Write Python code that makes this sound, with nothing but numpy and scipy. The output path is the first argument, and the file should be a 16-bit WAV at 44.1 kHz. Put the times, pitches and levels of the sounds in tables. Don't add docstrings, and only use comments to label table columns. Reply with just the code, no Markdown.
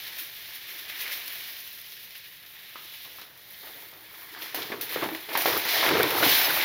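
import sys
import numpy as np
from scipy import signal
from scipy.fft import rfft, irfft, next_fast_len
from scipy.io import wavfile
from scipy.ndimage import uniform_filter1d, map_coordinates

SR = 44100
rng = np.random.default_rng(int(sys.argv[2]) if len(sys.argv) > 2 else 0)


def generate_wav(signal):
    frames = np.transpose(np.atleast_2d(signal))
    scaled = np.clip(frames, -1, 1) * 32767
    pcm = np.round(scaled).astype(np.int16)
    wavfile.write(sys.argv[1], SR, pcm)


def voltage_ratio(decibels):
    exponent = np.asarray(decibels, float) / 20
    return 10 ** exponent


N = 292824
SUDDEN_S = .005


def unit(x):
    return x / np.sqrt(np.mean(x ** 2) + 1e-20)


def along(points, hz):
    f, v = np.transpose(points)
    return np.interp(np.log(hz + 1), np.log(f + 1), v)


def curves(rows):
    s, *cols = np.transpose(rows)
    return [np.interp(np.arange(N) / SR, s, c) for c in cols]


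def wobble(rate):
    knots = rng.standard_normal(int(N * rate / SR) + 4)
    return map_coordinates(knots, [np.arange(N) * rate / SR])


def filtered(x, response):
    m = next_fast_len(N + SR // 2)
    return irfft(rfft(x, m) * response(np.fft.rfftfreq(m, 1 / SR)), m)[:N]


def coloured(x, spectrum):
    z = rfft(x)
    flat = z / np.sqrt(np.abs(uniform_filter1d(np.abs(z) ** 2, size=1500)) + 1e-20)
    return unit(irfft(flat * voltage_ratio(along(spectrum, np.fft.rfftfreq(N, 1 / SR))), N))


def grains(count, hz, spread, turns, spike_db, size):
    when, pitch = rng.random(count), rng.standard_normal(count)
    force = np.minimum(rng.exponential(size=count), 3.8)
    f = np.clip(hz * np.exp(spread * pitch), 50, SR / 2.4)[:, None]
    k = np.arange(size)
    decay = np.exp(-f * k / SR / turns)
    ring = voltage_ratio(spike_db * force)[:, None] * np.sin(2 * np.pi * f * k / SR) * decay
    at = (when * N).astype(int)[:, None] + k
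    return np.bincount(at.ravel(), ring.ravel(), N + size)[:N]


def diffuse(hits, wet_db):
    return coloured(hits, [(1, 0)]) + voltage_ratio(wet_db) * rng.standard_normal(N)


def swells(rows, steady_db, colour):
    s, db, rise, fall, tint_db = np.transpose(rows)[:, :, None]
    t = np.arange(0, N, 32) / SR
    before, after = (s - t) / np.maximum(rise, .003), (t - s) / np.maximum(fall, .01)
    away = np.where(t < s, before, after)
    power = np.sum(voltage_ratio(2 * (db + colour * tint_db - 20 * away)), axis=0)
    return np.sqrt(np.interp(np.arange(N) / SR, t, power) + voltage_ratio(2 * steady_db))


# frequency in Hz, level in dB per Hz.
ROOM_TONE = [(15, -39), (25, -2), (96, 5.5), (255, -8), (334, 0.5), (726, -3), (790, -26), (1400, -1),
             (1820, -37), (3080, -120)]


def room_tone():
    return voltage_ratio(-68.5) * coloured(rng.standard_normal(N), ROOM_TONE)


# time in seconds, flow in dB, brightness in dB.
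FLOW_CURVE = [(0, -46, 2.5), (.35, -50, 5.5), (.8, -49, 4), (.97, -44.5, -1.5), (1.15, -43.5, 2),
              (1.45, -46, 6), (1.75, -54, 8.5), (2.4, -55, 3), (2.65, -54, 4), (2.95, -53, 7),
              (3.2, -54.5, 7), (3.3, -59, 4.5), (3.65, -52, 8.5), (3.85, -54.5, 7.5), (4.0, -57.5, 5.5),
              (4.2, -51, 4.5), (5.1, -65, 4), (5.25, -68, 2)]
# peak time in seconds, peak in dB, seconds to rise or fall 20 dB,
# brightness in dB.
STREAM_LUMPS = [(.08, -45, 0.03, 6.5), (.2, -45, 0.07, 8), (.415, -51.5, 0, 3), (.49, -59, 0.2, 2),
                (.56, -49.5, 0.07, 9), (.705, -43.5, 0.1, -3), (.79, -47.5, 0.05, 4), (.9, -40.5, 0.03, 1),
                (1.015, -39.5, 0.08, 6), (1.07, -38, 0.09, -20), (1.13, -42, 0.1, 5.5), (1.28, -44, 0, 13),
                (1.79, -50.5, -0.37, 6), (1.93, -58.5, 0.2, 12), (2.17, -56, 0.06, 6),
                (2.26, -52.5, 0.1, 4), (2.31, -55, -1.1, -8), (2.45, -48.5, -0.84, -15),
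                (2.78, -53, -0.1, 4), (2.94, -48, -0.06, 5), (3.06, -49, 0, -3.5), (3.215, -52, -0.13, 0),
                (3.8, -54, 0.4, -2.5)]
# peak time in seconds, peak in dB, seconds to gain 20 dB,
# seconds to lose 20 dB, brightness in dB.
GRAIN_SLIDES = [(4.37, -49.5, 0.3, 1, -0.5), (4.43, -45.5, 0.08, 0.3, 2.5), (4.63, -38, 0, -0.28, -1),
                (4.95, -37.5, 0.12, 0.05, -0.5), (5.04, -38, 0.26, 0.06, -4.5), (5.331, -41, 0, 0.5, 3.5),
                (5.4, -37, -0.04, 0.3, 2.5), (5.46, -35, 0.01, 0.27, 7), (5.57, -36.5, -0.05, 0, 4),
                (5.701, -33.5, 0.07, 0.5, 2), (5.79, -29, 0.35, 0.37, -1.5), (5.87, -33, 0.08, 0.15, -5),
                (5.98, -32, 0.28, 0.27, -7.5), (6.07, -35.5, 0.16, 0.5, -12), (6.235, -29, 0.03, 0.7, 3.5),
                (6.33, -30, 0.36, 0.5, 7.5), (6.45, -30, 0.3, 0, 0.5), (6.62, -28, 0.2, 1, -4.5)]
# start in seconds, peak in dB, seconds to lose 20 dB,
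# brightness in dB.
GRAIN_SPILLS = [(2.555, -53.5, 0.5, 0), (4.547, -41, 0.4, 3.5), (4.721, -36, 0.03, -19),
                (4.813, -43.5, 0.14, 9), (4.895, -43.5, 1.5, 3), (5.15, -34, 0, -12.5),
                (5.29, -41, 1.5, -5), (5.354, -27.5, -0.13, -10)]
# frequency in Hz, level in dB per Hz.
NECK_SPECTRUM = [(300, -58), (900, -20.5), (1450, -10), (1700, -2.5), (2150, -1), (2600, -3.5), (3100, -13),
                 (4500, -50)]
# frequency in Hz, level in dB per Hz.
PATTER_SPECTRUM = [(1800, -27), (2600, -7), (3100, -1.5), (3650, 1), (4300, -1), (4700, -5.5), (5400, -9),
                   (6000, -12), (7000, -24), (8200, -20.5), (10000, -30.5)]
# frequency in Hz, level in dB per Hz.
FIZZ_SPECTRUM = [(4000, -25.5), (5500, -15), (7000, -19), (8200, -25.5), (10000, -9), (12000, -3.5),
                 (13800, 0), (15000, 0), (15900, -9.5)]


def rice():
    flow_db, bright_db = curves(FLOW_CURVE)
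    rushes = [(s, db, width, width, tint) for s, db, width, tint in STREAM_LUMPS] + GRAIN_SLIDES
    rushes += [(s, db, SUDDEN_S, fall, tint) for s, db, fall, tint in GRAIN_SPILLS]

    def gain(bright_share):
        return swells(rushes, flow_db + bright_share * bright_db, bright_share)

    hits = grains(count=30000, hz=5000, spread=.8, turns=2.2, spike_db=2.9, size=96)
    stream = diffuse(hits * voltage_ratio(0.39 * wobble(40) + 2.4 * wobble(130)), wet_db=4.5)
    neck = voltage_ratio(-0.83) * coloured(stream * voltage_ratio(0.6 * wobble(25)), NECK_SPECTRUM)
    patter = voltage_ratio(-1.3) * coloured(stream * voltage_ratio(0.58 * wobble(25)), PATTER_SPECTRUM)
    fizz = coloured(stream * voltage_ratio(1.4 * wobble(27)), FIZZ_SPECTRUM)
    return gain(0) * neck + gain(0.52) * patter + gain(1) * fizz


# peak time in seconds, rustle in dB, seconds to gain 20 dB,
# seconds to lose 20 dB, hollow tone in dB.
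BAG_FLEXES = [(.75, -59.5, 0.2, .5, -1), (1.01, -50, 0, 0.44, -9), (2.85, -61, -0.45, 0, 9),
              (3.32, -68.5, -1.5, .2, 2.5), (3.76, -60.5, 0.1, 0.4, 3), (4.2, -53.5, 0.3, 2, -8),
              (4.42, -46.5, 0.22, 0.2, -3), (4.589, -40.5, 0.08, 0.16, 2.5), (4.83, -50, -0.2, 0.04, 8),
              (4.941, -41.5, 0.16, 0.3, -3), (5.06, -35.5, 0.15, -0.04, 3.5), (5.125, -48, 0.07, 0.05, 3),
              (5.57, -32.5, 0.09, 0.02, 0.5), (5.761, -30, 0.17, 1, -10.5), (5.87, -27, 0.04, 0.1, 0),
              (5.91, -28.5, 0, 0.12, 3.5), (6.04, -31, -0.02, 0.13, 0.5), (6.12, -31, -0.02, 0.36, -4.5),
              (6.239, -25.5, 0.17, 0.15, -2.5), (6.38, -30, 0.26, 0.7, -18), (6.519, -31.5, 0.3, 0.1, -5.5),
              (6.62, -33, 0.33, .2, -8)]
# start in seconds, rustle in dB, seconds to lose 20 dB,
# hollow tone in dB.
PAPER_GIVES = [(2.43, -61, 0.5, -12), (2.76, -62, 0, -8), (3.05, -56, 0.5, -4.5), (3.188, -59.5, 1, -7),
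               (3.633, -51, 0.5, -5), (3.932, -56, 0.7, -5), (4.352, -52, 2, -16), (4.548, -38.5, 0.26, -1),
               (4.723, -37.5, 0.18, 0.5), (4.963, -34, 0, 6), (5.025, -29.5, 0.07, 2),
               (5.153, -29.5, -0.1, -13.5), (5.289, -38.5, 1, -4.5), (5.356, -31, 0.07, -19),
               (5.458, -35.5, 0.2, 3.5), (5.657, -34, -1.5, -6.5), (5.833, -24, 0.2, -16),
               (5.955, -25.5, 0.18, -0.5), (6.001, -26, .18, -1.5)]
# frequency in Hz, level in dB per Hz.
PAPER_SPECTRUM = [(250, -51), (480, -7.5), (680, -1), (900, -1.5), (1100, -3.5), (1400, -1.5), (2000, -6.5),
                  (4000, -42)]
# frequency in Hz, width in Hz, level in dB.
BAG_AIR_MODES = [(305.3, 58, -1), (428, 78, -1), (499, 91, -7)]
# frequency in Hz, level in dB per Hz.
BOOM_SPECTRUM = [(18, -59), (30, -45), (82, 0.5), (134, 7), (178, 4.5), (221, -0.5), (260, -1), (340, -11),
                 (570, -120)]
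DRAG_DB, DRAG_GROWS, DRAG_HOLLOW_DB = -61, 1.06, -6.5
BOOM_DB, BOOM_GROWS, BOOM_LAG_S, STIR_DB = -43, 1.35, 0.029, -71.5


def bag_air(f):
    modes = sum((-1) ** k * voltage_ratio(db) * 1j * f * w / (c * c - f * f + 1j * f * w)
                for k, (c, w, db) in enumerate(BAG_AIR_MODES))
    return modes * f ** 4 / (f ** 4 + 230 ** 4)


def bag():
    moves = [(s, db, SUDDEN_S, fall, tint) for s, db, fall, tint in PAPER_GIVES] + BAG_FLEXES
    drag_db = DRAG_DB + DRAG_GROWS * (curves(FLOW_CURVE)[0] + 50)
    rustle = swells(moves, drag_db, 0)
    breath = swells(moves, drag_db + DRAG_HOLLOW_DB, 1)

    lagged = filtered(breath / voltage_ratio(-30.5), lambda f: 1 / (1 + 2j * np.pi * f * BOOM_LAG_S))
    pump = voltage_ratio(BOOM_DB) * np.abs(lagged) ** BOOM_GROWS
    boom = coloured(rng.standard_normal(N) * voltage_ratio(1.0 * wobble(16)), BOOM_SPECTRUM)

    small_buckles = grains(count=4000, hz=700, spread=.6, turns=4, spike_db=3, size=560)
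    crinkle = diffuse(small_buckles * voltage_ratio(1.5 * wobble(30)), wet_db=-3)
    paper = voltage_ratio(-2.0) * coloured(crinkle, PAPER_SPECTRUM)
    hollow = voltage_ratio(-3.0) * unit(filtered(diffuse(crinkle, wet_db=-0.5), bag_air))
    return rustle * paper + breath * hollow + np.hypot(pump, voltage_ratio(STIR_DB)) * boom


# centre in Hz, width in Hz.
MOUTH_BANDS = [(600, 240), (2750, 470), (3700, 450), (5500, 1200)]
# time in seconds, then the gain of each of the four bands in dB.
MOUTH_MOVES = [(0, 2, -0.5, 0.5, 0.5), (.9, 0, 0.5, 0.5, 0.5), (1.4, 0.5, 0.5, -1, 0),
               (2.1, 1, 1.5, 1, 2.5), (2.5, -1.5, -0.5, -0.5, -3.5), (2.7, 1.5, 1.5, 2, 0),
               (2.95, 1.5, 2, 4, 1), (3.3, 0.5, -1.5, -1, 0.5), (3.6, 4, -6.5, 0, -3),
               (4.0, -0.5, -2, -2, -3), (4.3, -8, -6, -3, -3.5), (4.55, -2.5, 0, -1, 2.5),
               (4.9, -1.5, -1, 0, -2), (5.2, 0.5, -2.5, 0, -4), (5.45, 4.5, -1, -2.5, 1),
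               (5.75, 0.5, -1, 2, 3), (6.1, 1, 0, 0.5, 0.5), (6.64, -0.5, -1, -0.5, -1)]
# frequency in Hz, width in Hz, gain in dB.
TAUT_FACES = [(311, 12, 2), (428, 10, 3), (683, 14, 1), (906, 13, 4), (1066, 16, 4), (1390, 11, 0),
              (1682, 18, 3.5), (1842, 19, 2), (2192, 10, 1.5), (2920, 18, 5.5), (3360, 22, 2),
              (3618, 16, 3)]


def mouth(x):
    for (hz, w), db in zip(MOUTH_BANDS, curves(MOUTH_MOVES)):
        x = x + (voltage_ratio(db) - 1) * filtered(x, lambda f: np.exp(-((f - hz) / w) ** 2))
    return filtered(x, lambda f: voltage_ratio(sum(db / (1 + (2 * (f - hz) / w) ** 2) for hz, w, db in TAUT_FACES)))


# start in seconds, peak in dB, body in dB, T60 in seconds.
CRISP_CREASES = [(0.184, -14.5, -14, 0.18), (1.078, -20, -7, 0.1), (1.1236, -18, -10, 0.1),
                 (1.8148, -18.5, -23.5, 0.03), (1.921, -19.5, -12, 0.085), (2.152, -26.5, -5, 0.15),
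                 (2.2767, -32, -18, 0.12), (2.322, -26.5, -21, 0.19), (2.4628, -27, -7, 0.1),
                 (2.5466, -41, -12, 0.1), (2.922, -26.5, -15.5, 0.1), (3.214, -22.5, -9.5, 0.13),
                 (3.3757, -25.5, -19, 0.075), (4.0078, -28, -20, 0.1), (4.4205, -31, 3, 0.2),
                 (4.5458, -6, -17, 0.17), (4.718, -36, -3.5, 0.09), (4.811, -5.5, -22, 0.17),
                 (4.8934, -13.5, -22, 0.14), (5.0368, -19.5, -5, 0.13), (5.33, -18.5, -9, 0.11),
                 (5.374, -0.5, -17, 0.2), (5.419, -1.5, -21.5, 0.11), (5.5543, -15, -5.5, 0.1),
                 (5.5757, -2, -27, 0.18), (5.6945, -29, -5, 0.1), (6.0305, 0, -9, 0.022),
                 (6.105, -4, -28, 0.055)]
# start in seconds, peak in dB, body in dB, T60 in seconds.
LONE_CLICKS = [(.7826, -22, -15, .04), (1.775, -24, -8.5, .03), (1.785, -24, -7.5, .03),
               (1.857, -25, -13.5, .03), (1.94, -29, -20.5, .03), (2.048, -28.5, -14, .03),
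               (2.107, -26, -7.5, .03), (2.428, -36, -2, .03), (4.4806, -23, -8, .05),
               (5.449, -8, -18, .04), (5.8893, -12, 0, .05), (5.9517, -20, -1, .05), (6.1773, -15, -8, .05)]
EDGE_DB, EDGE_HZ, EDGE_S = -26, 5500, 0.0066


def creases():
    crisp, body, edge = np.zeros((3, N + SR))
    t = np.arange(SR // 4) / SR
    for s, db, body_db, t60 in CRISP_CREASES + LONE_CLICKS:
        decay = voltage_ratio(-60 * t / 0.01) + 0.52 * voltage_ratio(-60 * t / max(t60, .005))
        crack = rng.standard_normal(len(t)) * decay * (1 - np.exp(-t / 0.00035))
        span = slice(round(s * SR), round(s * SR) + len(t))
        crisp[span] += voltage_ratio(db - 13.5) * crack
        body[span] += voltage_ratio(db + body_db - 5) * crack
        edge[span] += voltage_ratio(db + EDGE_DB + body_db / 2 - 60 * t / EDGE_S) * crack
    bright = filtered(crisp[:N], lambda f: voltage_ratio(along(FIZZ_SPECTRUM, f) + 2.0))
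    front = filtered(edge[:N], lambda f: 1j * f * EDGE_HZ / (EDGE_HZ ** 2 - f * f + 1j * f * EDGE_HZ))
    dull = filtered(body[:N], lambda f: voltage_ratio(along(PATTER_SPECTRUM, f) + 4.0)
                    + voltage_ratio(along(NECK_SPECTRUM, f) + 3.0))
    return bright + front + dull


# start in seconds, peak in dB, pitch in Hz, decay in cycles.
POURING_TICKS = [(.7, -45, 2210, 4), (.897, -29, 2290, 4), (1.056, -32, 2270, 4), (1.076, -32, 1980, 3.7),
                 (2.428, -44, 2300, 4), (2.551, -36, 2410, 4), (2.757, -28, 1270, 9),
                 (3.048, -26.5, 3980, 4.5), (3.185, -34, 1290, 5.9), (3.218, -25.5, 3940, 4),
                 (3.63, -44, 810, 4.4), (3.672, -31, 1750, 4.8), (3.736, -33.5, 3500, 4),
                 (3.929, -41.5, 395, 2.8)]
# start in
# seconds, peak in dB, pitch in Hz, decay in cycles.
MORE_BUCKLES = [(2.757, -32, 2600, 2), (2.925, -32, 3700, 12), (2.946, -36.5, 2630, 13),
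                (3.545, -32, 3300, 8), (4.14, -39, 1500, 8), (4.22, -39.5, 1200, 8), (4.266, -33, 3500, 8),
                (5.023, -20, 1300, 3), (5.1495, -25, 3500, 6), (5.288, -30, 1800, 4), (5.288, -31, 3600, 6),
                (5.341, -27, 3700, 5), (5.4575, -11, 1100, 1.6), (5.654, -21, 3800, 5),
                (5.3523, -16, 1600, 1.8), (3.186, -35, 1700, 3), (3.218, -33.5, 1510, 2),
                (4.719, -26, 1500, 3), (6.455, -16, 1700, 3), (6.495, -15, 2000, 3), (5.891, -13, 1500, 1.5),
                (5.953, -13, 1500, 2.2), (5.999, -16, 1300, 2), (6.041, -15, 1200, 1.5)]
# start in seconds, peak in dB, pitch in Hz, decay in cycles.
HAND_POPS = [(4.349, -29, 1730, 11), (4.374, -34, 1200, 13), (4.421, -22, 3240, 3.7),
             (4.46, -31, 1460, 8.2), (4.545, -26, 736, 6.4), (4.621, -16.5, 3500, 14),
             (4.701, -27.5, 387, 4.2), (4.719, -22, 455, 3.1), (4.81, -31, 3370, 4.6),
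             (4.894, -35, 3360, 4), (4.96, -19, 463, 4.6), (5.022, -22, 510, 3.1), (5.088, -23, 860, 7.1),
             (5.116, -28.5, 319, 24), (5.149, -21.5, 2140, 6.7), (5.288, -34, 443, 3.2),
             (5.339, -42, 2190, 4), (5.353, -13.5, 945, 6.5), (5.457, -14, 697, 8.1),
             (5.536, -23, 520, 4.5), (5.654, -21, 860, 4.1), (5.829, -13.5, 1040, 9.4),
             (5.952, -18.5, 470, 14), (5.998, -18.5, 475, 12), (6.039, -17.5, 428, 5.5),
             (6.264, -14.5, 312, 2.6)]
# start in seconds, peak in dB, pitch in
# Hz, decay in cycles.
MORE_POPS = [(4.461, -38, 3300, 4), (4.925, -27, 1250, 5), (5.032, -23, 650, 9.7), (5.06, -25, 418, 4.1),
             (5.378, -22, 850, 4.6), (5.389, -22, 1900, 4.5), (5.42, -26, 795, 9.7), (5.467, -19, 3200, 4),
             (5.5, -22, 710, 5.7), (5.523, -17, 1300, 5), (5.563, -22, 1910, 6.4), (5.585, -25, 800, 6.4),
             (5.666, -21, 980, 4), (5.81, -16, 1880, 5), (5.853, -16, 740, 6.2), (5.862, -14, 2120, 14),
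             (5.916, -17, 1700, 4), (6.015, -18, 690, 4.7), (6.204, -19.5, 754, 4.4),
             (6.232, -17, 690, 2.8)]
CRACKLE_DB, CRACKLE_DB_PER_OCTAVE = -10.5, -0.5


def buckles():
    pops = np.zeros(N + SR)
    t = np.arange(SR // 4) / SR
    for s, db, hz, turns in POURING_TICKS + HAND_POPS + MORE_POPS + MORE_BUCKLES:
        overtone_hz = hz * rng.uniform(1.39, 2.84)
        ring = np.sin(2 * np.pi * hz * t) + 0.18 * np.sin(2 * np.pi * overtone_hz * t)
        band = signal.butter(2, [hz * .65, min(hz * 3, 7000)], "bandpass", fs=SR)
        crack = np.diff(signal.lfilter(*band, rng.standard_normal(len(t) + 1)))
        ring += .7 * voltage_ratio(-60 * t / .01) * unit(crack)
        crackle_db = CRACKLE_DB + CRACKLE_DB_PER_OCTAVE * np.log2(hz / 500)
        crackle = unit(signal.lfilter(*band, rng.standard_normal(len(t))))
        settle = voltage_ratio(crackle_db - 60 * t / .1) * crackle
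        decay = voltage_ratio(-30 * t * hz / max(turns, .5))
        pops[round(s * SR):][:len(t)] += voltage_ratio(db - 1.5) * (decay * ring + settle)

    def radiation(f):
        low = 1j * f / 260
        return low ** 2 / (1 + low + low ** 2)

    panels = filtered(pops[:N], radiation)
    return filtered(panels, lambda f: 1 / (1 + 1.4j * f / 4200 - (f / 4200) ** 2) ** 2)


# frequency in Hz, T60 in seconds.
ROOM_DECAY = [(200, 0.35), (1500, 0.67), (6000, 0.42), (15000, 0.38)]


def room(x, wet_db):
    out, step = np.pad(x, (0, SR)), SR // 8
    for a in range(0, N, step):
        hz, t, z = signal.stft(rng.standard_normal(SR // 2), SR, nperseg=256)
        decay = voltage_ratio(-60 * t / along(ROOM_DECAY, hz)[:, None])
        tail = signal.istft(z * decay, SR, nperseg=256)[1]
        wet = signal.fftconvolve(x[a:a + step], tail / np.linalg.norm(tail))
        out[a + 130:][:len(wet)] += voltage_ratio(wet_db) * wet
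    return out[:N]


def scene():
    snaps = room(creases() + buckles(), wet_db=-6)
    return np.tile(mouth(rice() + bag()) + snaps + room_tone(), (2, 1))


# centre in seconds, low edge in Hz, high edge in Hz,
# level in dB.
SIDE_BURSTS = [(4.39, 6200, 7700, -69), (6.294, 4480, 5800, -36), (6.294, 7580, 9000, -47),
               (6.456, 4160, 5850, -34), (6.456, 12400, 13780, -30)]


def side_noise():
    t, out = np.arange(N) / SR, np.zeros(N)
    for s, low_hz, high_hz, db in SIDE_BURSTS:
        fade = np.cos(np.pi * np.clip((t - s) * SR / 2200, -.5, .5)) ** 2
        noise = filtered(rng.standard_normal(N), lambda f: (f > low_hz) & (f < high_hz))
        out += voltage_ratio(db) * fade * unit(noise)
    return np.outer([1, -1], out)


def low_pass(x):
    return signal.sosfilt(signal.butter(12, 16830, fs=SR, output="sos"), x)


# frequency in Hz, width in Hz, gain in dB.
CASE_BENDS = [(1390, 310, -1), (2690, 270, -2), (5130, 270, 1.5), (12100, 710, -3), (13600, 370, 0)]


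def record(dry):
    dip_hz, floor_hz, skirt_hz, top_hz = 8270, 120, 900, 15870

    def response(f):
        dip = (dip_hz ** 2 - f * f + 1j * f * floor_hz) / (dip_hz ** 2 - f * f + 1j * f * skirt_hz)
        case = voltage_ratio(sum(db * np.exp(-((f - hz) / w) ** 2) for hz, w, db in CASE_BENDS))
        return dip * case * np.where(f < top_hz, 1, voltage_ratio(-48))

    heard = filtered(dry[0], response)
    return low_pass(heard + side_noise())


dry = scene()
out = record(dry)
generate_wav(out)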